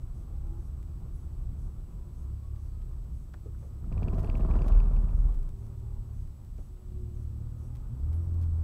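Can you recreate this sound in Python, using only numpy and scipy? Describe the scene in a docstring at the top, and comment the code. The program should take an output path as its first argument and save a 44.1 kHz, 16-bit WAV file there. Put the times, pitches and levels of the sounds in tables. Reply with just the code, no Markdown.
"""Inside a car rolling slowly over a cattle grid, heard from a small camera behind the windscreen.
Front, then rear tyres drop on bar after bar. The impacts excite the modes of the body, which booms,
and of the steel grid, which clatters and rings; a loose plastic part ticks and the trim crackles.
Beneath lie the rumble of rough asphalt, the harmonics of an engine that picks up at the end,
a gear whine and the hiss of the camera's electronics."""
import sys
import numpy as np
from scipy import signal
from scipy.fft import rfft, irfft, next_fast_len
from scipy.io import wavfile
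from scipy.ndimage import uniform_filter1d

SR = 44100
rng = np.random.default_rng(int(sys.argv[2]) if len(sys.argv) > 2 else 0)


def store_wav(level_fs):
    """Save 16-bit WAV to argv[1]."""
    pcm = np.round(np.clip(np.atleast_2d(level_fs), -1, 1) * 32767)
    wavfile.write(sys.argv[1], SR, pcm.T.astype(np.int16))


N = 380583
T = np.arange(N) / SR

# force of each axle's blows along the grid: (time [s], relative thump [dB], relative clatter [dB])
FRONT_BLOWS = [(3.92, -17, -45.5), (4.0, -17, -42.5), (4.18, -18.5, -39.5), (4.319, -22.5, -42),
               (4.47, -18, -40.5), (4.56, -17, -39), (4.67, -21, -41)]
REAR_BLOWS = [(4.485, -20, -41), (4.64, -18, -41), (4.7, -12.5, -39), (4.76, -16.5, -41.5),
              (4.91, -19.5, -44), (5.06, -26.5, -48.5), (5.16, -14, -52), (5.28, -19.5, -47)]
# spectrum of the clatter under each axle: (frequency [Hz], relative level [dB])
FRONT_SPECTRUM = [(71, -34), (120, -10), (157, -2.5), (308, -12.5), (372, -9.5), (561, -22), (638, -18),
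                  (753, -21.5), (942, -22), (1020, -20.5), (2000, -42.5), (2600, -67), (4400, -120)]
REAR_SPECTRUM = [(71, -33), (120, -3), (143, -5.5), (188, -6.5), (232, -9), (287, -23), (403, -19),
                 (438, -22), (1160, -23), (1530, -33.5), (2000, -50), (2600, -83), (4400, -120)]

def cattle_grid():
    """Impact excitation: the front wheels cross with a bright clatter, the rear with a deep boom."""
    times, thumps, clatters = bar_blows(FRONT_BLOWS, first_s=3.915, count=15)
    front = body_boom(times, thumps - 2.5, axle="front")
    front += grid_clatter(times, clatters, FRONT_SPECTRUM, rattle_db=-1, rattle_t60=0.44,
                          steel_db=-12.5, slap_db=-3, slap_t60=0.052)
    front += wheel_knocks(times, clatters + 12)
    times, thumps, clatters = bar_blows(REAR_BLOWS, first_s=4.484, count=16)
    rear = body_boom(times, thumps + 0.75, axle="rear")
    rear += grid_clatter(times, clatters, REAR_SPECTRUM, rattle_db=0.2, rattle_t60=0.42,
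                         steel_db=-21, slap_db=-17, slap_t60=0.055)
    rear += wheel_knocks(times, clatters + 3.5)
    return front + rear

def bar_blows(blows, first_s, count, period_s=0.0533, scatter_db=1.0):
    """Periodic forcing: at a steady speed the tyres meet the bars evenly, though with uneven force."""
    times = first_s + period_s * np.arange(count)
    at, *levels = np.transpose(blows)
    thumps, clatters = (np.interp(times, at, db) + scatter_db * rng.standard_normal(count)
                        for db in levels)
    return times, thumps, clatters

# body and cabin modes: (frequency [Hz], T60 [s], gain from front axle [dB], gain from rear axle [dB])
BODY_MODES = [(31.7, 0.4, -19, -7), (38.95, 0.3, -6.5, 0.5), (58.1, 0.12, -6.5, -4.5), (80, 0.11, -4, -9.5),
              (96.3, 0.14, -4, -11), (109.4, 0.07, -6.5, -14), (149, 0.11, -11.5, -23.5),
              (227, 0.11, -20.5, -41)]

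def body_boom(times, levels_db, axle):
    """Modal superposition: each blow through the springs shares itself differently among the modes."""
    scatter_db = 1.8 * rng.standard_normal((len(times), len(BODY_MODES)))
    out = np.zeros(N)
    for k, (hz, t60, front_db, rear_db) in enumerate(BODY_MODES):
        mode = (-1) ** k * ring([(hz, t60, front_db if axle == "front" else rear_db)])
        out += strike(times, levels_db + scatter_db[:, k], mode)
    return out

# modes of the steel grid: (frequency [Hz], T60 [s], relative level [dB])
STEEL_MODES = [(378, .12, -4), (403, .14, -6), (647, .3, 0), (703, .09, -9), (1011, .2, -14),
               (1165, .26, -11.5)]

def grid_clatter(times, levels_db, spectrum, rattle_db, rattle_t60, steel_db, slap_db, slap_t60):
    """Incoherent summation: blows add in power as the loose grid chatters and the dashboard buzzes."""
    onset = 1 - np.exp(-T[:SR] / 0.0023)  # the soft tyre spreads each slap in time
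    shake = (fade(rattle_t60) + undb(slap_db) * fade(slap_t60)) * onset
    chatter = np.sqrt(strike(times, 2 * levels_db, shake ** 2))
    rattle = chatter * noise(spectrum) * unit(undb(1.7 * walk(260)))
    response = ring(STEEL_MODES)
    steel = signal.fftconvolve(chatter * rng.standard_normal(N), response / np.linalg.norm(response))[:N]
    buzz = noise([(800, -14), (1900, 7.5), (3500, 3), (6000, -3.5), (15000, -16)])
    dashboard = chatter * buzz * undb(3.5 * walk(400))
    return undb(rattle_db) * rattle + undb(steel_db) * steel + undb(-32) * dashboard

# modes of a tyre's knock through the suspension: (frequency [Hz], T60 [s], relative level [dB])
WHEEL_MODES = [(130, 0.063, 2.5), (184, 0.048, -1), (344, .025, -2.5), (480, 0.032, -5), (656, 0.024, -5),
               (950, 0.0065, -14.5), (1250, 0.016, -15.5)]

def wheel_knocks(times, levels_db, leave_s=0.039, leave_db=-9):
    """Structure-borne sound: a tyre knocks on meeting a bar and again, more softly, on leaving it."""
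    return taps(np.append(times, times + leave_s), np.append(levels_db, levels_db + leave_db),
                WHEEL_MODES, detune=0.071, scatter_db=3.5)

def rocking(start_s=5.335, hz=28, t60=0.9, db=-22.5):
    """Damped mass-spring oscillation: the car rocks on its springs as it leaves the grid."""
    return strike([start_s], [db], ring([(hz, t60, 0)]))

# landings of the plastic part: (time [s], relative peak level [dB])
LANDINGS = [(3.925, -52), (3.9784, -50), (4.0305, -44.5), (4.0831, -43.5), (4.1355, -57), (4.1914, -58),
            (4.245, -48.5), (4.2737, -53), (4.2986, -40.5), (4.353, -43), (4.4078, -52), (4.4618, -59),
            (4.5113, -46.5), (4.5376, -51), (4.565, -56), (4.59, -49), (4.6195, -45.5), (4.6438, -51),
            (4.7222, -47.5), (4.7505, -51), (4.7754, -55), (4.802, -45.5), (4.8294, -63), (4.8558, -59),
            (4.8833, -62), (4.9112, -62), (4.9641, -52), (5.0895, -57), (5.1407, -65), (5.1931, -64)]
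# its modes: (frequency [Hz], T60 [s], relative level [dB])
PLASTIC_MODES = [(2360, .011, 0), (2680, .0095, 0), (3500, .005, -18), (4480, .008, -12), (4700, .009, -11)]

def loose_plastic():
    """Damped free vibration: a jolted part lands with a dry crack and rings for milliseconds."""
    times, levels_db = np.transpose(LANDINGS)
    contact = noise([(900, -13), (1700, -4), (3000, -2), (6000, -14), (12000, -30)])
    crack = strike(times, levels_db, fade(0.021)) * contact
    clacks = taps(times, levels_db, PLASTIC_MODES, detune=0.018, scatter_db=2.2)
    return undb(1) * clacks + undb(-16) * crack

# the main crackles: (time [s], dull band level [dB], bright band level [dB], duration [s])
TRIM_CRACKLES = [(.47, -79, -76, .004), (.828, -72, -73, .004), (2.56, -72, -80, .003),
                 (2.818, -72, -82, 0.011), (3.338, -63.5, -76, .008), (4.185, -72, -71, .003),
                 (4.195, -68, -69, 0.0034), (4.205, -72, -68, .002), (4.231, -71, -71, 0.0014),
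                 (4.375, -69, -69, 0.0064), (4.665, -72, -71, .012), (4.682, -55.5, -63, 0.0098),
                 (5.324, -72, -79, .004), (5.343, -70, -75, .008), (5.43, -74, -74, .003),
                 (5.49, -72, -71, .004), (6.581, -73, -80, 0.0021), (7.753, -68, -72, .007),
                 (7.769, -71, -73, .004), (8.13, -68, -72, .011), (8.343, -72, -80, 0.0037),
                 (8.415, -70, -71, 0.0027), (8.426, -72, -72, 0.0028), (8.434, -68, -76, .012)]

def trim_crackles(slip_size=0.45, averaging_s=0.0071):
    """Stick-slip friction: as the body twists, the trim yields in a snap and a few smaller slips."""
    dull, bright = np.zeros(N), np.zeros(N)
    faint = [(s, -75.5, -73, 0.2) for s in rng.uniform(4.0, 6.5, size=14)]  # while the body is shaken
    for s, dull_db, bright_db, length in list(TRIM_CRACKLES) + faint:
        delays = np.append(0, rng.uniform(0, length, size=7))
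        slips = np.append(1, slip_size * rng.standard_normal(size=7))
        slips *= np.sqrt(averaging_s * SR) / np.linalg.norm(slips)
        for delay, slip in zip(delays, slips):
            add(dull, s + delay, [undb(dull_db) * slip])
            add(bright, s + delay, [undb(bright_db) * slip])
    return (tint(dull, [(700, -22), (1700, 7.5), (4200, 1.5), (7000, -8), (15000, -30)])
            + tint(bright, [(3000, -13), (6500, -3), (9000, -1), (15600, 0)]))

# knocks in the cabin: (time [s], relative level [dB], centre frequency [Hz], bandwidth [Hz], T60 [s])
PANEL_KNOCKS = [(3.339, -52.5, 1380, 480, 0.035), (3.34, -54, 790, 450, 0.066), (3.458, -46, 410, 60, 0.1),
                (3.546, -62, 1300, 400, 0.031), (3.624, -57, 457, 300, 0.22), (3.822, -38.5, 130, 90, 0.17),
                (3.84, -58, 1270, 400, 0.03), (3.852, -58, 400, 295, 0.1), (3.862, -35.5, 127, 91.3, 0.096),
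                (5.03, -28, 115, 60, 0.087), (5.187, -37, 115, 60, 0.081), (6.583, -48, 260, 258, 0.14)]

def panel_knocks():
    """Resonance: panels knock; the deep ones thud just before the grid and as the rear wheels cross."""
    out = np.zeros(N)
    for s, db, hz, width_hz, t60 in PANEL_KNOCKS:
        b, a = signal.iirpeak(hz, hz / width_hz, SR)
        panel = signal.lfilter(b, a, signal.lfilter(b, a, rng.standard_normal(N)))[-SR:]
        envelope = fade(t60) * (1 - np.exp(-hz * T[:SR]))  # a padded contact builds over about a cycle
        add(out, s, undb(db + 3) * unit(panel * envelope) * np.sqrt(np.mean(envelope ** 2)))
    return out

# rolling on asphalt: (time [s], relative rumble [dB], relative roar [dB])
ROLLING_LEVELS = [(0, -39.5, -66), (1.5, -39, -66), (2.6, -42.5, -69), (3.7, -42, -68.5),
                  (5.9, -41.5, -67.5), (6.6, -43.5, -70.5), (7.7, -41.5, -67.5), (8.1, -40.5, -63.5),
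                  (8.6, -39, -63)]
# spectra of the body's rumble and the tread's roar: (frequency [Hz], relative level [dB])
RUMBLE_SPECTRUM = [(10, -9.5), (26, 3.5), (38, 7.5), (47, -0.5), (65, 3), (85, -7), (115, -6.5), (155, -10),
                   (185, -23), (225, -19.5), (300, -31), (600, -66.5)]
ROAR_SPECTRUM = [(150, -18.5), (260, 6), (345, 12), (430, 4.5), (640, 0.5), (830, -1.5), (980, -2.5),
                 (1170, -2), (1450, -9), (1800, -20.5), (2600, -23.5), (6000, -49)]

def road():
    """Roughness excitation: the body rumbles and the tread roars, louder over the grid's hollow pit."""
    rumble_db, roar_db = curves(ROLLING_LEVELS)
    over_pit = hold(3.81, 5.224, attack=0.15, release=0.36)
    rumble = noise(RUMBLE_SPECTRUM) * undb(rumble_db + 3 + 8.4 * over_pit + 1.3 * walk(12))
    roar = noise(ROAR_SPECTRUM) * undb(roar_db + 4 + 6.6 * over_pit + 1.1 * walk(25))
    return rumble + roar

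# engine speed, with an abrupt sag as at a gear change: (time [s], firing rate [Hz])
FIRING_RATE = [(0, 36.2), (1.1, 37.2), (2.05, 32.34), (2.5, 34.9), (3.05, 32.7), (3.8, 34.7), (5.5, 35.03),
               (5.75, 37.12), (6.1, 36.22), (6.35, 32.6), (6.8, 32.58), (7.1, 36.9), (7.4, 36.55),
               (7.77, 39.73), (7.81, 21.37), (8.07, 38.34), (8.25, 43.07), (8.6, 40.25)]
# accelerator presses: (down [s], up [s], boom lift [dB], growl lift [dB], drone lift [dB])
PRESSES = [(0.347, 1.705, 11.5, -1, 0.5), (2.099, 2.743, 18, 10.5, 3.5), (3.3, 3.899, 11.5, 7.5, 6.5),
           (5.399, 6.2, 14.5, 12.5, 9.5), (6.797, 7.731, 16.5, 12.5, 14), (7.854, 8.7, 27, 9.5, 13)]
# harmonics that follow the drone's level: (multiple of the firing rate, relative level [dB])
HARMONICS = [(4, 1), (5, -5.5), (7, -8), (8, -8), (9, -26), (10, -13.5), (13, -14.5)]
# air resonances that lift those harmonics: (frequency [Hz], half width [Hz], gain [dB])
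AIR_RESONANCES = [(115.4, 17, 19.5), (224, 18, 11.5), (338, 10, 12.5)]

def engine():
    """Harmonic series: a muffled four-cylinder hums at unsteady multiples of its firing rate."""
    hz, = curves(FIRING_RATE)
    boom_db, growl_db, drone_db = sum(np.outer(lifts_db, hold(down, up, attack=0.18, release=0.18))
                                      for down, up, *lifts_db in PRESSES)
    phase = 2 * np.pi * np.cumsum(hz * (1 + 0.011 * walk(60))) / SR
    judder_db = 15.7 * bell(T, centre=7.93, width=0.1)  # on picking up from low revs
    orders = [(2, boom_db - 56.5), (3, growl_db - 55.5), (6, drone_db - 72 + 2 * walk(24))]
    for k, db in HARMONICS:
        lift_db = sum(gain_db * bell(k * hz, centre, width) for centre, width, gain_db in AIR_RESONANCES)
        if k % 4 == 0:
            lift_db += judder_db
        orders.append((k, drone_db - 75.5 + db + lift_db + 1.9 * walk(24)))
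    return sum(np.sqrt(2) * undb(db + 1.3 * walk(14)) * np.sin(k * phase) for k, db in orders)

# pitch of the gear whine, following road speed: (time [s], frequency [Hz])
WHINE_PITCH = [(0, 342), (.6, 335.7), (2, 349.3), (4.7, 415), (5.6, 395.5), (6.3, 375.7), (7.0, 362),
               (7.6, 338), (8.6, 325)]
# swells as the teeth take up load: (time [s], half width [s], level [dB])
TOOTH_LOADS = [(.2, 0.028, -61), (.54, 0.094, -62.5), (1.6, 0.56, -75), (4.75, 0.46, -66.5),
               (5.7, 0.36, -64.5), (6.97, 0.21, -59.5), (7.35, 0.25, -66)]
# faint passing tones: (time [s], duration [s], frequency [Hz], glide [Hz/s], level [dB])
FAINT_TONES = [(.2, .55, 805, 70, -74.5), (1.8, .6, 995, 0, -80), (2.4, .22, 1100, 170, -73),
               (2.65, .25, 1250, 90, -78), (3.35, .55, 1258, 0, -80), (5.4, .75, 925, 40, -78),
               (5.8, .22, 838, -50, -73), (7.2, .85, 1260, 0, -80.5), (7.66, .2, 825, 50, -75),
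               (2.65, .14, 4520, 0, -85)]

def gears():
    """Gear meshing: the transmission gives a thin wavering whine; faint tones come and go above it."""
    hz, = curves(WHINE_PITCH)
    gain = undb(-79) + sum(undb(db) * bell(T, s, width) for s, width, db in TOOTH_LOADS)
    waver = 1 + 0.009 * walk(45)
    whine = gain * tone(hz * waver, 0)
    singing = sum(swell(s, length) * tone((pitch + glide * (T - s)) * np.sqrt(waver), db)
                  for s, length, pitch, glide, db in FAINT_TONES)
    return (whine + singing) * undb(2.24 * walk(17))

# steady whistles and the partials of a thin buzz: (frequency [Hz], level [dB])
WHISTLE_TONES = [(7872, -80.3), (12985, -92.5), (14702, -92.5), (14762, -99)]
BUZZ_PARTIALS = [(5670, -85), (8505, -84), (11340, -84)]
# brief buzzes and high, rough chirps: (time [s], duration [s])
BUZZ_TIMES = [(.64, .05), (7.625, .055), (8.195, .09)]
CHIRP_TIMES = [(1.135, .04), (4.235, .04), (8.13, .045)]
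# spectra of the circuit's noises: (frequency [Hz], relative level [dB])
HISS_SPECTRUM = [(10, 11), (3000, 0), (5000, -1), (8000, -2), (12000, -2.5), (16000, -3.5)]
FIZZ_SPECTRUM = [(4500, -16), (5700, 0), (6600, 2), (7500, -8), (8400, 0), (9600, -6), (10500, 0),
                 (11400, -2), (12200, -20)]
CHIRP_SPECTRUM = [(8000, -40), (10200, -20), (10450, 0), (10800, -14), (11250, 1), (11600, -30)]

def electronics():
    """Self-noise: the camera's circuits hiss, whistle, buzz, chirp and fizz softly twice a second."""
    whistles = sum(tone(hz, db) for hz, db in WHISTLE_TONES)
    buzz = sum(tone(hz, db) for hz, db in BUZZ_PARTIALS)
    buzzes = sum(swell(s, length) for s, length in BUZZ_TIMES) * buzz
    bursts = sum(swell(second + s, length=0.15) for second in range(8) for s in (0.12, 0.56))
    fizz = bursts * noise(FIZZ_SPECTRUM)
    chirps = sum(swell(s, length) for s, length in CHIRP_TIMES) * noise(CHIRP_SPECTRUM)
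    return undb(-73) * noise(HISS_SPECTRUM) + whistles + buzzes + undb(-76) * chirps + undb(-78.3) * fizz

def taps(times, levels_db, modes, detune, scatter_db):
    """Impacts of given peak level: each lands on a new spot, which shifts the modes and their shares."""
    out, t = np.zeros(N), T[:SR // 10]
    hz, t60, db = np.transpose(modes)
    signs = (-1) ** np.arange(len(hz))
    decays = np.exp(-np.log(1000) * np.outer(1 / t60, t))
    for s, peak_db in zip(times, levels_db):
        shift, share = rng.standard_normal((2, len(hz)))
        rings = decays * np.sin(2 * np.pi * np.outer(hz * (1 + detune * shift), t))
        tap = (signs * undb(db + scatter_db * share)) @ rings
        add(out, s, undb(peak_db) * tap / np.abs(tap).max())
    return out

def ring(modes):
    """Impulse response of damped modes, neighbours in opposite phase."""
    return sum((-1) ** k * undb(db) * fade(t60) * np.sin(2 * np.pi * hz * T[:SR])
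               for k, (hz, t60, db) in enumerate(modes))

def strike(times, levels_db, response):
    """Linear superposition of one response for each blow."""
    out = np.zeros(N)
    for s, db in zip(times, levels_db):
        add(out, s, undb(db) * response)
    return out

def add(out, s, sound):
    """Superpose a sound from time s."""
    i = max(int(s * SR), 0)
    out[i:i + len(sound)] += sound[:N - i]

def tone(hz, db):
    """A sinusoid of given rms level; phase is the integral of frequency."""
    return np.sqrt(2) * undb(db) * np.sin(2 * np.pi * np.cumsum(hz * np.ones(N)) / SR)

def noise(spectrum):
    """Coloured noise of rms 1."""
    return unit(tint(rng.standard_normal(N), spectrum))

def tint(x, spectrum):
    """Spectral shaping by (frequency [Hz], relative level [dB]) points, silent above the last."""
    hz, db = np.transpose(spectrum)
    size = next_fast_len(N, real=True)
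    f = np.maximum(np.fft.rfftfreq(size, 1 / SR), 1)
    gain = undb(np.interp(np.log(f), np.log(hz), db)) * (f < hz[-1])
    return irfft(rfft(x, size) * unit(gain), size)[:N]

def walk(rate_hz):
    """Smooth random modulation of rms 1."""
    k = int(SR / rate_hz)
    steps = np.repeat(rng.standard_normal(N // k + 1), k)
    return unit(uniform_filter1d(uniform_filter1d(steps, k), k)[:N])

def fade(t60):
    """One second of exponential decay, falling 60 dB in t60 seconds."""
    return np.exp(-np.log(1000) * T[:SR] / t60)

def swell(s, length):
    """A cosine-tapered envelope that rises, holds and falls."""
    return strike([s], [0], signal.windows.tukey(int(length * SR)))

def hold(start, end, attack, release):
    """A trapezoidal envelope: rises from the start, falls from the end."""
    return np.clip(np.minimum((T - start) / attack, 1 - (T - end) / release), 0, 1)

def bell(x, centre, width):
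    """A Gaussian of height 1."""
    return np.exp(-((x - centre) / width) ** 2)

def curves(rows):
    """Linear interpolation of a table's columns in time."""
    times, *columns = np.transpose(rows)
    return [np.interp(T, times, column) for column in columns]

def undb(db):
    """Decibels to amplitude ratio."""
    return 10 ** (np.asarray(db) / 20)

def unit(x):
    """Normalise to rms 1."""
    return x / np.sqrt(np.mean(x ** 2))

def scene():
    """Superposition: all sources sum at the one microphone in the cabin."""
    crossing = cattle_grid() + rocking() + loose_plastic() + trim_crackles() + panel_knocks()
    return (crossing + road() + engine() + gears())[None]

def record(dry):
    """Band limiting: the camera adds its own noise, then loses the deepest bass and the top treble."""
    high_pass = signal.butter(2, 14, "high", fs=SR, output="sos")
    low_pass = signal.ellip(14, 0.2, 90, 15650, fs=SR, output="sos")
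    return signal.sosfilt(low_pass, signal.sosfilt(high_pass, dry + electronics()))

dry = scene()
out = record(dry)
store_wav(out)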